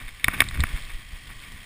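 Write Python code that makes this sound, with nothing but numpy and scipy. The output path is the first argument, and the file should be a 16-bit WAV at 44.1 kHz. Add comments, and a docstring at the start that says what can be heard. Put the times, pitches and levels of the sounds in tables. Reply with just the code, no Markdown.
"""A mountain bike runs down a dirt trail, heard from a camera in a plastic housing on the rider.
It opens on a bed of wind rumble, gritty tyre hiss and fine chatter, with a few light clacks.
From 0.24 s a rough patch hits: the housing clacks and knocks in its mount, chain and cables tick
and the wheels thump. The hardest clack overloads the microphone at 0.4 s; the frame shudders at 0.6 s.
After 0.75 s the ride settles back to the bed, with softer bumps and stray ticks and clacks."""
import sys
import numpy as np
from scipy import signal
from scipy.fft import rfft, irfft
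from scipy.io import wavfile

SR = 44100
rng = np.random.default_rng(int(sys.argv[2]) if len(sys.argv) > 2 else 0)


def unload_audio(sound):
    """Save the sound as a 16-bit wav file, at the path given as the first command line argument."""
    columns = np.transpose(np.atleast_2d(sound))
    # keep every value between -1 and 1, then stretch to whole-number steps
    steps = np.round(np.clip(columns, -1, 1) * 32767)
    wavfile.write(sys.argv[1], SR, steps.astype(np.int16))


N = 72765
TIME = np.arange(N) / SR

# fader for the wind buffeting: t/s, level/dB
WIND_FADER = [(0, -51), (.06, -40), (.13, -42.5), (.22, -47), (.29, -39.5), (.37, -39), (.43, -31.5),
              (.52, -34.5), (.6, -33), (.67, -33), (.77, -41), (.87, -41.5), (1.05, -47.5), (1.15, -46),
              (1.3, -43), (1.44, -53), (1.54, -41), (1.65, -55)]
# tone of the wind: f/Hz, level/dB
WIND_EQ = [(10, -10.5), (25, 2), (50, -9.5), (100, -18), (200, -39), (1000, -83)]
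# fader for the ground rumble through bike and rider: t/s, level/dB
GROUND_FADER = [(0, -51.5), (.03, -46), (.07, -56.5), (.2, -62), (.26, -43), (.34, -41), (.38, -38.5),
                (.45, -41), (.5, -47), (.54, -44.5), (.6, -31), (.67, -55.5), (.74, -41.5), (.8, -54),
                (.94, -54), (1.05, -57.5), (1.14, -54), (1.22, -54), (1.33, -51), (1.42, -54.5),
                (1.53, -48), (1.65, -58.5)]
# tone of the ground rumble: f/Hz, level/dB
GROUND_EQ = [(30, -26), (80, 3), (130, 1), (200, -3.5), (290, -10.5), (420, -20), (700, -21.5), (1200, -51),
             (3000, -58)]
# fader for the tyres on dirt: t/s, level/dB
TYRE_FADER = [(0, -47), (.13, -48), (.22, -49), (.32, -44.5), (.42, -41.5), (.51, -46.5), (.6, -43.5),
              (.76, -43), (.9, -44.5), (1.05, -47.5), (1.15, -46), (1.22, -47.5), (1.44, -46), (1.65, -47)]
# tone of tyre noise and clack grit through the housing: f/Hz, level/dB
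GRIT_EQ = [(200, -30), (400, -13), (780, -12), (1130, -4.5), (1280, -11), (1550, -12.5), (1800, -2),
           (1920, 4.5), (2200, -4), (2540, -3), (2780, -5.5), (3200, 1), (3650, -9.5), (4300, -10.5),
           (5600, -13), (7500, -16), (8600, -11), (10200, -13.5), (11400, -35), (12800, -19.5),
           (14300, -18), (15300, -13)]
# fader for the chatter of loose parts: t/s, level/dB
CHATTER_FADER = [(0, -41), (.06, -48), (.088, -46.5), (.12, -55.5), (.22, -47.5), (.3, -38.5), (.325, -34),
                 (.342, -26.5), (.37, -42.5), (.41, -28), (.445, -42.5), (.47, -40.5), (.505, -59),
                 (.545, -34.5), (.58, -48.5), (.6, -33), (.625, -45.5), (.72, -41.5), (.745, -43),
                 (.775, -37), (.8, -50.5), (.88, -49), (.905, -42), (.94, -53.5), (1, -48), (1.05, -58),
                 (1.15, -50), (1.23, -58), (1.31, -42.5), (1.35, -59), (1.44, -46), (1.5, -51.5),
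                 (1.65, -52)]
# bumps under the wheels: t/s, level/dB, half width/s
BUMP_CUES = [(0.0258, -31.5, 0.0017), (0.033, -32, 0.0017), (.056, -32, 0.011), (0.2445, -29.5, 0.0019),
             (0.266, -36, 0.0028), (0.2841, -16, 0.0016), (0.408, -27, 0.0017), (0.4221, -18.5, 0.0019),
             (.462, -23.5, 0.0029), (0.497, -28, 0.0018), (.527, -25, 0.0038), (.566, -22.5, 0.0034),
             (0.604, -16.5, 0.0031), (0.613, -20, 0.0045), (0.641, -18, .0015), (0.7427, -15, 0.0032),
             (0.825, -31, 0.0097), (0.945, -22, 0.0073), (1.135, -25.5, 0.0029), (1.168, -35, 0.0044),
             (1.36, -31, 0.0091), (1.546, -30.5, 0.0032)]
# ticks of chain and cables: t/s, level/dB
TICK_CUES = [(.2541, -31), (.4395, -29), (.4872, -20), (.6047, -15.5), (.6105, -28), (.823, -31.5),
             (.851, -32.5), (.955, -44), (1.271, -38), (1.401, -38)]
# ring of the ticking metal: f/Hz, t60/s, level/dB
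METAL_MODES = [(2010, 0.019, -8.5), (3717, 0.012, -1.5), (4120, 0.0089, -5.5), (4960, 0.024, -19.5),
               (7640, 0.0076, -7), (8260, 0.013, -8), (9800, 0.0092, -17)]
# ring of the housing: f/Hz, t60/s, level in a sharp clack/dB, level in a dull knock/dB
PLASTIC_MODES = [(246, 0.033, -21.5, -22.5), (649, 0.021, -21.5, -22.5), (1165, 0.021, -18, -10),
                 (1494, 0.016, -27, -6.5), (1880, 0.015, -2.5, -4), (2226, .011, 5, -2),
                 (2481, 0.012, -5.5, -18), (3603, 0.01, -4, -24.5), (5180, 0.0039, -4, -16.5),
                 (6790, 0.004, -8, -17), (8426, 0.014, -13.5, -30), (9736, 0.012, -8.5, -15.5),
                 (10530, 0.005, -28, -9.5), (14220, 0.0098, -9, -12.5)]
# the housing slaps its hard stop: t/s, level/dB, low cut/Hz
CLACK_CUES = [(.0802, -26.5, 1480), (.083, -35, 1500), (0.0886, -26, 1485), (0.196, -28.5, 1500),
              (0.2427, -0.5, 1550), (0.3392, -28, 400), (0.4039, 4, 150), (.5462, -27, 600),
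              (0.6682, -24.5, 600), (.9015, -29, 1000), (1.437, -32, 1500)]
# it falls back on the padded stop: t/s, level/dB
KNOCK_CUES = [(0.2818, 1.5), (0.4181, -1.5), (0.5099, -20), (0.573, -20.5), (.6367, -3.5)]
# three narrow dips from the housing, then two notches from the camera's filters: f/Hz, width/Hz, depth/dB
NOTCHES = [(891, 180, -4), (1348, 27, -9), (3007, 83, -6.5), (5994, 740, -29), (12250, 1900, -22)]

CLACK_ATTACK_S, KNOCK_ATTACK_S = 0.0011, 0.00079


def from_db(db):
    """Decibels to gain."""
    return 10 ** (np.asarray(db) / 20)


def rms_one(x):
    """Scale to unit rms."""
    return x / np.sqrt(np.mean(x ** 2) + 1e-20)


def fader(curve):
    """Ride the gain along rows of t/s, level/dB."""
    return from_db(np.interp(TIME, *np.transpose(curve)))


def equalise(x, eq):
    """Shape a steady sound with rows of f/Hz, level/dB; rms 1."""
    hz, db = np.transpose(eq)
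    bins_hz = np.maximum(np.fft.rfftfreq(N, 1 / SR), 1)
    gain = from_db(np.interp(np.log(bins_hz), np.log(hz), db))
    return rms_one(irfft(rfft(x) * gain, N))


def low_cut(x, hz):
    """Roll off the lows below hz."""
    return signal.sosfilt(signal.butter(2, hz, "high", fs=SR, output="sos"), x)


def drift(rate_hz):
    """Slow random wander; rms 1."""
    smoothing = signal.butter(2, rate_hz, fs=SR, output="sos")
    return rms_one(signal.sosfilt(smoothing, rng.standard_normal(2 * N))[N:])


def grains(per_s, spread_db):
    """A scatter of clicks of uneven size."""
    sizes = from_db(spread_db * np.minimum(rng.exponential(1, N), 4)) * rng.choice([-1, 1], N)
    return sizes * (rng.random(N) < per_s / SR)


def ring(modes, start_s, attack_s):
    """One hit on modes of f/Hz, t60/s, level/dB: a quick swell, then each mode dies away."""
    t = np.maximum(TIME[:N // 10] - start_s % (1 / SR), 0)
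    tone = sum(from_db(db - 60 * t / t60) * np.sin(2 * np.pi * hz * t) for hz, t60, db in modes)
    attack = 1 - np.exp(-(t / attack_s) ** 2)
    return np.concatenate([np.zeros(int(start_s * SR)), tone * attack, np.zeros(N)])[:N]


def rumble():
    """The low bed: wind buffets the microphone and rough ground drums a little higher."""
    wind, ground = rng.standard_normal((2, N))
    buffeting = fader(WIND_FADER) * equalise(wind, WIND_EQ)
    drumming = fader(GROUND_FADER) * equalise(ground, GROUND_EQ)
    return buffeting + drumming


def tyres():
    """Fluttering hiss and grit of tyres on dirt, coloured by the housing."""
    grit = from_db(-3) * rms_one(grains(per_s=700, spread_db=2))
    flutter = from_db(1.8 * drift(rate_hz=100))
    hiss = rng.standard_normal(N)
    return fader(TYRE_FADER) * equalise((hiss + grit) * flutter, GRIT_EQ)


def chatter(decay_scale=0.72):
    """Trail vibration keeps up a dense run of tiny, short taps on both stops of the housing."""
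    out = 0
    for stop in range(2):  # hard, then padded
        modes = [(hz, t60 * decay_scale, dbs[stop]) for hz, t60, *dbs in PLASTIC_MODES]
        taps = grains(per_s=1100, spread_db=4)
        out += rms_one(signal.fftconvolve(taps, ring(modes, 0, KNOCK_ATTACK_S))[:N])
    return fader(CHATTER_FADER) * rms_one(out)


def chain_ticks():
    """Bright detail on top: chain and cables make light metal contacts."""
    return sum(from_db(db) * ring(METAL_MODES, s, attack_s=0.00024) for s, db in TICK_CUES)


def wheel_bumps():
    """The weight of the ride: each bump is a soft push that swings back."""
    pushes = sum(-from_db(db) * np.exp(-.5 * ((TIME - s) / width) ** 2) for s, db, width in BUMP_CUES)
    return low_cut(pushes, hz=12.2)  # the low cut gives the swing back


def frame_shudder(at_s=.6085, hz=69.2, db=-15.5, half_width_s=.013):
    """A hard hit shakes the frame for a few deep cycles."""
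    t = TIME - at_s
    return from_db(db) * np.exp(-.5 * (t / half_width_s) ** 2) * np.cos(2 * np.pi * hz * t)


def housing_knocks(bounce_s=.003, bounce_db=-15):
    """Dull knocks: the housing drops on its padded stop and bounces once."""
    dull = [(hz, t60, db) for hz, t60, _, db in PLASTIC_MODES]
    out = 0
    for s, db in KNOCK_CUES:
        bounce = from_db(bounce_db) * ring(dull, s + bounce_s, KNOCK_ATTACK_S)
        out += from_db(db) * (ring(dull, s, KNOCK_ATTACK_S) + bounce)
    return out


def housing_clacks(crunch_db=-21.5, crunch_peak_s=.0014):
    """The lead sound: the housing slaps its hard stop and rings, and the faces grind for a moment."""
    sharp = [(hz, t60, db) for hz, t60, db, _ in PLASTIC_MODES]
    grind = from_db(crunch_db) * equalise(rng.standard_normal(N), GRIT_EQ)
    out = 0
    for s, db, low_hz in CLACK_CUES:
        age = np.maximum(TIME - s, 0) / crunch_peak_s
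        crunch = grind * age * np.exp(1 - age)
        clack = ring(sharp, s, CLACK_ATTACK_S) + crunch
        out += from_db(db) * low_cut(clack + 1e-18, low_hz)  # the tiny offset keeps the filter fast
    return out


def scene():
    """All layers meet in one dry mono mix."""
    housing = housing_clacks() + housing_knocks() + chatter()
    bike = chain_ticks() + wheel_bumps() + frame_shudder() + tyres()
    return (housing + bike + rumble())[None]


def record(dry, ceiling=0.8, high_cut_hz=15850):
    """The microphone overloads on the hardest clack and the housing hollows out three narrow dips;
    the camera's own filters notch 6 and 12 kHz, and the top is lost."""
    out = np.clip(dry, -ceiling, ceiling)
    for hz, width_hz, depth_db in NOTCHES:
        notched = signal.lfilter(*signal.iirnotch(hz, hz / width_hz, fs=SR), out)
        out = notched + from_db(depth_db) * (out - notched)
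    return signal.sosfilt(signal.cheby2(16, 60, high_cut_hz, fs=SR, output="sos"), out)


dry = scene()
out = record(dry)
unload_audio(out)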